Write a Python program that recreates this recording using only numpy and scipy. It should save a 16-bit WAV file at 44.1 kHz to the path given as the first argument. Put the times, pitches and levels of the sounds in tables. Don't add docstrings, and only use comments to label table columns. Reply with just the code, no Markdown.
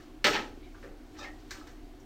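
import sys
import numpy as np
from scipy import signal
from scipy.io import wavfile

SR = 44100
rng = np.random.default_rng(int(sys.argv[2]) if len(sys.argv) > 2 else 0)


def dump(signal):
    limited = np.clip(np.atleast_2d(signal).T, -1, 1)
    pcm = np.round(limited * 32767).astype(np.int16)
    wavfile.write(sys.argv[1], SR, pcm)


def field_ratio(decibels):
    return 10 ** (np.asarray(decibels, dtype=float) / 20)


N = 90404


def rms_one(x):
    return x / np.sqrt(np.mean(x ** 2) + 1e-20)


def at_hz(points, hz):
    point_hz, value = np.array(points).T
    return np.interp(np.log(hz), np.log(point_hz), value)


def low_pass(x, order, ripple_db, stop_db, top_hz):
    return signal.sosfilt(signal.ellip(order, ripple_db, stop_db, top_hz, fs=SR, output="sos"), x)


def band(x, hz, octaves):
    edges = np.clip(hz * 2 ** (np.array([-0.5, 0.5]) * octaves), 10, 0.45 * SR)
    return signal.sosfilt(signal.butter(2, edges, "band", fs=SR, output="sos"), x)


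def resonance(x, hz, width_hz):
    r = np.exp(-np.pi * width_hz / SR)
    zeros = [(1 - r * r) / 2, 0, (r * r - 1) / 2]
    poles = [1, -2 * r * np.cos(2 * np.pi * hz / SR), r * r]
    return signal.lfilter(zeros, poles, x)


def sharp_resonance(x, hz, width_hz):
    return resonance(resonance(x, hz, width_hz), hz, width_hz)


def drift(rate_hz):
    knots = rng.standard_normal(200)
    return np.interp(np.arange(N) / SR * rate_hz, np.arange(len(knots)), knots)


def grit():
    contacts_per_s, size_spread_db = 7000, 3.5
    sizes = field_ratio(size_spread_db * np.minimum(rng.exponential(1, N), 3))
    signs = rng.choice([-1, 1], N)
    touching = rng.random(N) < contacts_per_s / SR
    return rms_one(sizes * signs * touching + 1e-9)


def chatter(contacts):
    attack_s = 0.00077
    t, out, rough = np.arange(N) / SR, 0, grit()
    for k, (start_s, level_db, decay_s, hz, octaves) in enumerate(contacts):
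        attack = np.clip((t - start_s) / attack_s, 0, 1)
        shape = attack * np.exp(-np.maximum(t - start_s, 0) / decay_s)
        other_grit = np.roll(rough, 3001 * k)
        out = out + field_ratio(level_db) * shape * rms_one(band(other_grit, hz, octaves))
    return out


def knocks():
    # start_s, level_db, decay_s, centre_hz, breadth_octaves
    impacts = [(.242, -19.5, 0.021, 2470, 2.3), (.246, -28.5, 0.082, 300, 1.13),
               (.249, -20, 0.014, 2150, 1.32), (.259, -23.5, 0.013, 1300, 1.94),
               (.262, -28.5, 0.019, 764, 2.2), (.268, -22.5, 0.01, 1190, 4.2),
               (.282, -24, 0.0054, 415, 2.9), (.284, -26.5, 0.013, 1900, 2.1),
               (.305, -34, 0.035, 1500, 3.5), (.332, -40, 0.019, 1770, 1.8),
               (.339, -31.5, 0.045, 2050, 1.7), (.341, -41, 0.023, 262, 0.91), (.35, -32, .015, 776, 1.1),
               (.362, -26, 0.0087, 1330, 1.5), (.385, -41.5, 0.0083, 1060, 2.8),
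               (1.507, -39.5, 0.016, 5500, 1.24), (1.508, -41, 0.016, 1760, 0.39),
               (1.510, -43.5, 0.013, 1097, 0.11), (1.513, -47.5, 0.011, 600, 2.6),
               (1.525, -52.5, 0.075, 2920, 2.6), (1.612, -46, 0.0044, 1344, 0.37),
               (1.668, -56.5, .04, 1300, 1.5), (1.67, -56.5, .03, 5500, 1.4),
               (1.998, -63, 0.019, 6500, 0.55)]
    return chatter(impacts)


def taps():
    # start_s, level_db, decay_s, centre_hz,
    # breadth_octaves
    touches = [(.001, -58.5, 0.028, 1590, 1.04), (.02, -62.5, 0.026, 5070, 1.2),
               (.27, -42, 0.028, 142, 1.4), (.42, -53, 0.027, 1510, 3.5), (.628, -62, 0.05, 2260, 0.21),
               (.632, -64.5, 0.03, 3730, 0.092), (.745, -52, 0.022, 1280, 0.51),
               (.827, -50.5, .035, 1600, 0.9), (.84, -48, 0.037, 433, 0.63), (.87, -50.5, 0.019, 175, 1.36),
               (1.515, -53, 0.032, 2260, 0.25), (1.672, -56, 0.026, 513, 0.29)]
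    return chatter(touches)


def drag():
    drag_octaves, squeak_width_share = 1.7, 0.09
    # start_s, peak_db, rise_s, fall_s, centre_hz
    strokes = [
        (.315, -33, 0.021, 0.043, 2340),
        (1.131, -53, 0.063, 0.014, 1380),
        (1.169, -48.5, 0.026, 0.07, 3700),
        (1.183, -46, 0.044, 0.078, 926),
        (1.214, -49.5, 0.024, 0.075, 2040),
        (1.37, -64.5, 0.031, 0.037, 3460),
        (1.475, -58.5, 0.039, 0.016, 2000),
        (1.529, -56, 0.016, .1, 875),
    ]
    # start_s, level_db, length_s, pitch_hz
    squeaks = [(1.174, -64, 0.13, 4800), (1.187, -52.5, 0.087, 3700), (1.191, -53, 0.021, 1238),
               (1.194, -56, 0.1, 780), (1.198, -50, 0.056, 2480), (1.206, -50.5, 0.09, 1690),
               (1.242, -45, 0.042, 2080), (1.243, -51, .1, 1850)]
    t, out, rough = np.arange(N) / SR, 0, grit()
    for start_s, peak_db, rise_s, fall_s, hz in strokes:
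        peak_s = start_s + rise_s
        shape = np.interp(t, [start_s, peak_s, peak_s + fall_s], [0, 1, 0])
        out = out + field_ratio(peak_db) * shape * rms_one(band(rough, hz, drag_octaves))
    for start_s, level_db, length_s, hz in squeaks:
        shape = np.interp(t, [start_s, start_s + 0.19 * length_s, start_s + length_s], [0, 1, 0])
        tone = rms_one(sharp_resonance(rough, hz, squeak_width_share * hz))
        out = out + field_ratio(level_db) * shape * tone
    return out


def pan(contact):
    ring_db, crowd_db, crowd_t60_s = -3, -3, 0.084
    # pitch_hz, level_db over the bare contact, t60_s
    modes = [(322, -0.5, 0.14), (442, 11, 0.34), (505.5, -1, 0.36), (730, 6, 0.24), (1300, 3, 0.027),
             (1548, -27, 0.26), (1850, 3, 0.052), (2140, -13, 0.36), (2256, -2.5, 0.27), (2663, -1, 0.34),
             (3620, -27, 0.36), (4010, -11, 0.17), (4930, -6, 0.36), (4950, 0, 0.14)]
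    crowd_hz = np.sort(rng.uniform(300, 9000, 60))
    crowd_levels = crowd_db + 4 * rng.standard_normal(60)
    crowd = [(hz, db, crowd_t60_s) for hz, db in zip(crowd_hz, crowd_levels)]
    out = contact.copy()
    for k, (hz, level_db, t60_s) in enumerate(list(modes) + crowd):
        width_hz = np.log(1000) / (np.pi * t60_s)
        out += (-1) ** k * field_ratio(level_db + ring_db) * resonance(contact + 1e-18, hz, width_hz)
    return out


def sizzle():
    # time_s, level_db
    loudness = [
        (0, -61),
        (.2, -105),
        (.55, -83),
        (.85, -62),
        (1.0, -83),
        (1.15, -63),
        (1.4, -68.5),
        (1.6, -61),
        (1.75, -90),
        (2.05, -96),
    ]
    time_s, level_db = np.transpose(loudness)
    steam = rng.standard_normal(N) * field_ratio(drift(39.6))
    return field_ratio(np.interp(np.arange(N) / SR, time_s, level_db)) * rms_one(band(steam, 5500, 2.7))


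def kitchen(x):
    level_db, first_wall_s = -4, 0.0013
    # band_hz, t60_s
    decay = [(150, 0.34), (500, 0.46), (1500, 0.29), (4000, 0.12), (9000, 0.41)]
    t = np.arange(SR // 2) / SR
    white, echo = rng.standard_normal((2, len(t))), 0
    for k, hz in enumerate(80 * 2 ** np.arange(0, 8, 0.5)):
        echo = echo + band(white[k % 2], hz, 0.5) * field_ratio(-60 * t / at_hz(decay, hz))
    echo = echo * np.minimum(t / first_wall_s, 1)
    echo = echo / np.sqrt(np.sum(echo ** 2))
    return field_ratio(level_db) * signal.fftconvolve(x, echo)[:N]


def fan():
    air_db, flicker_db = -56, -1.13
    rotor_hz, rotor_db, rotor_wobble_db = 33, -56.5, 6
    # band_hz, level_db per Hz
    air_spectrum = [(26, -31), (45, 13), (91, -5), (205, -14), (307, 0), (462, -13), (678, -15),
                    (1600, -19), (10000, -34.5), (13000, -75), (22000, -120)]
    # pitch_hz, width_hz, level_db
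    duct = [(34.1, 5.2, -53), (20, 13, -56), (81, 57, -62.5), (108, 53, -71.5), (246.2, 14.4, -62),
            (300, 44, -54), (369, 16, -61), (710, 133, -65)]
    white, air, shared = rng.standard_normal((2, N + SR)), 0, drift(1.2)
    for k, hz in enumerate(64 * 2 ** np.arange(0, 8, 0.5)):
        band_db = at_hz(air_spectrum, hz) + flicker_db * (shared + drift(10.69))
        air = air + field_ratio(band_db) * band(white[k % 2], hz, 0.42)[SR:]
    rotor = np.sin(2 * np.pi * rotor_hz * np.arange(N) / SR)
    out = field_ratio(air_db) * rms_one(air) + field_ratio(rotor_db + rotor_wobble_db * drift(4.4)) * rotor
    for hz, width_hz, level_db in duct:
        hum = sharp_resonance(rng.standard_normal(N + SR), hz, width_hz)[SR:]
        out += field_ratio(level_db) * rms_one(hum)
    return out


def scene():
    struck = pan(knocks() + taps() + drag())
    return (struck + kitchen(struck) + fan() + sizzle())[None]


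def roll_off(x):
    return signal.sosfilt(signal.butter(12, 16010, fs=SR, output="sos"), x)


def record(dry):
    mic_top_hz, mirror_top_hz, mirror_db = 6500, 12900, 2.5
    preamp_top_hz, preamp_db, hiss_db = 8300, -72.5, -72.5
    x = signal.sosfilt(signal.butter(3, mic_top_hz, fs=SR, output="sos"), dry)
    x = low_pass(x, 6, 0.5, 40, 9900)
    flipped = x * (-1.0) ** np.arange(N)
    mirror = signal.sosfilt(signal.butter(6, mirror_top_hz, fs=SR, output="sos"), flipped)
    white = rng.standard_normal((2,) + x.shape)
    preamp = field_ratio(preamp_db) * low_pass(white[0], 6, 0.5, 30, preamp_top_hz)
    x = x + field_ratio(mirror_db) * mirror + preamp + field_ratio(hiss_db) * white[1]
    mix = low_pass(x, 8, 0.5, 50, 15900)
    return roll_off(mix)


dry = scene()
out = record(dry)
dump(out)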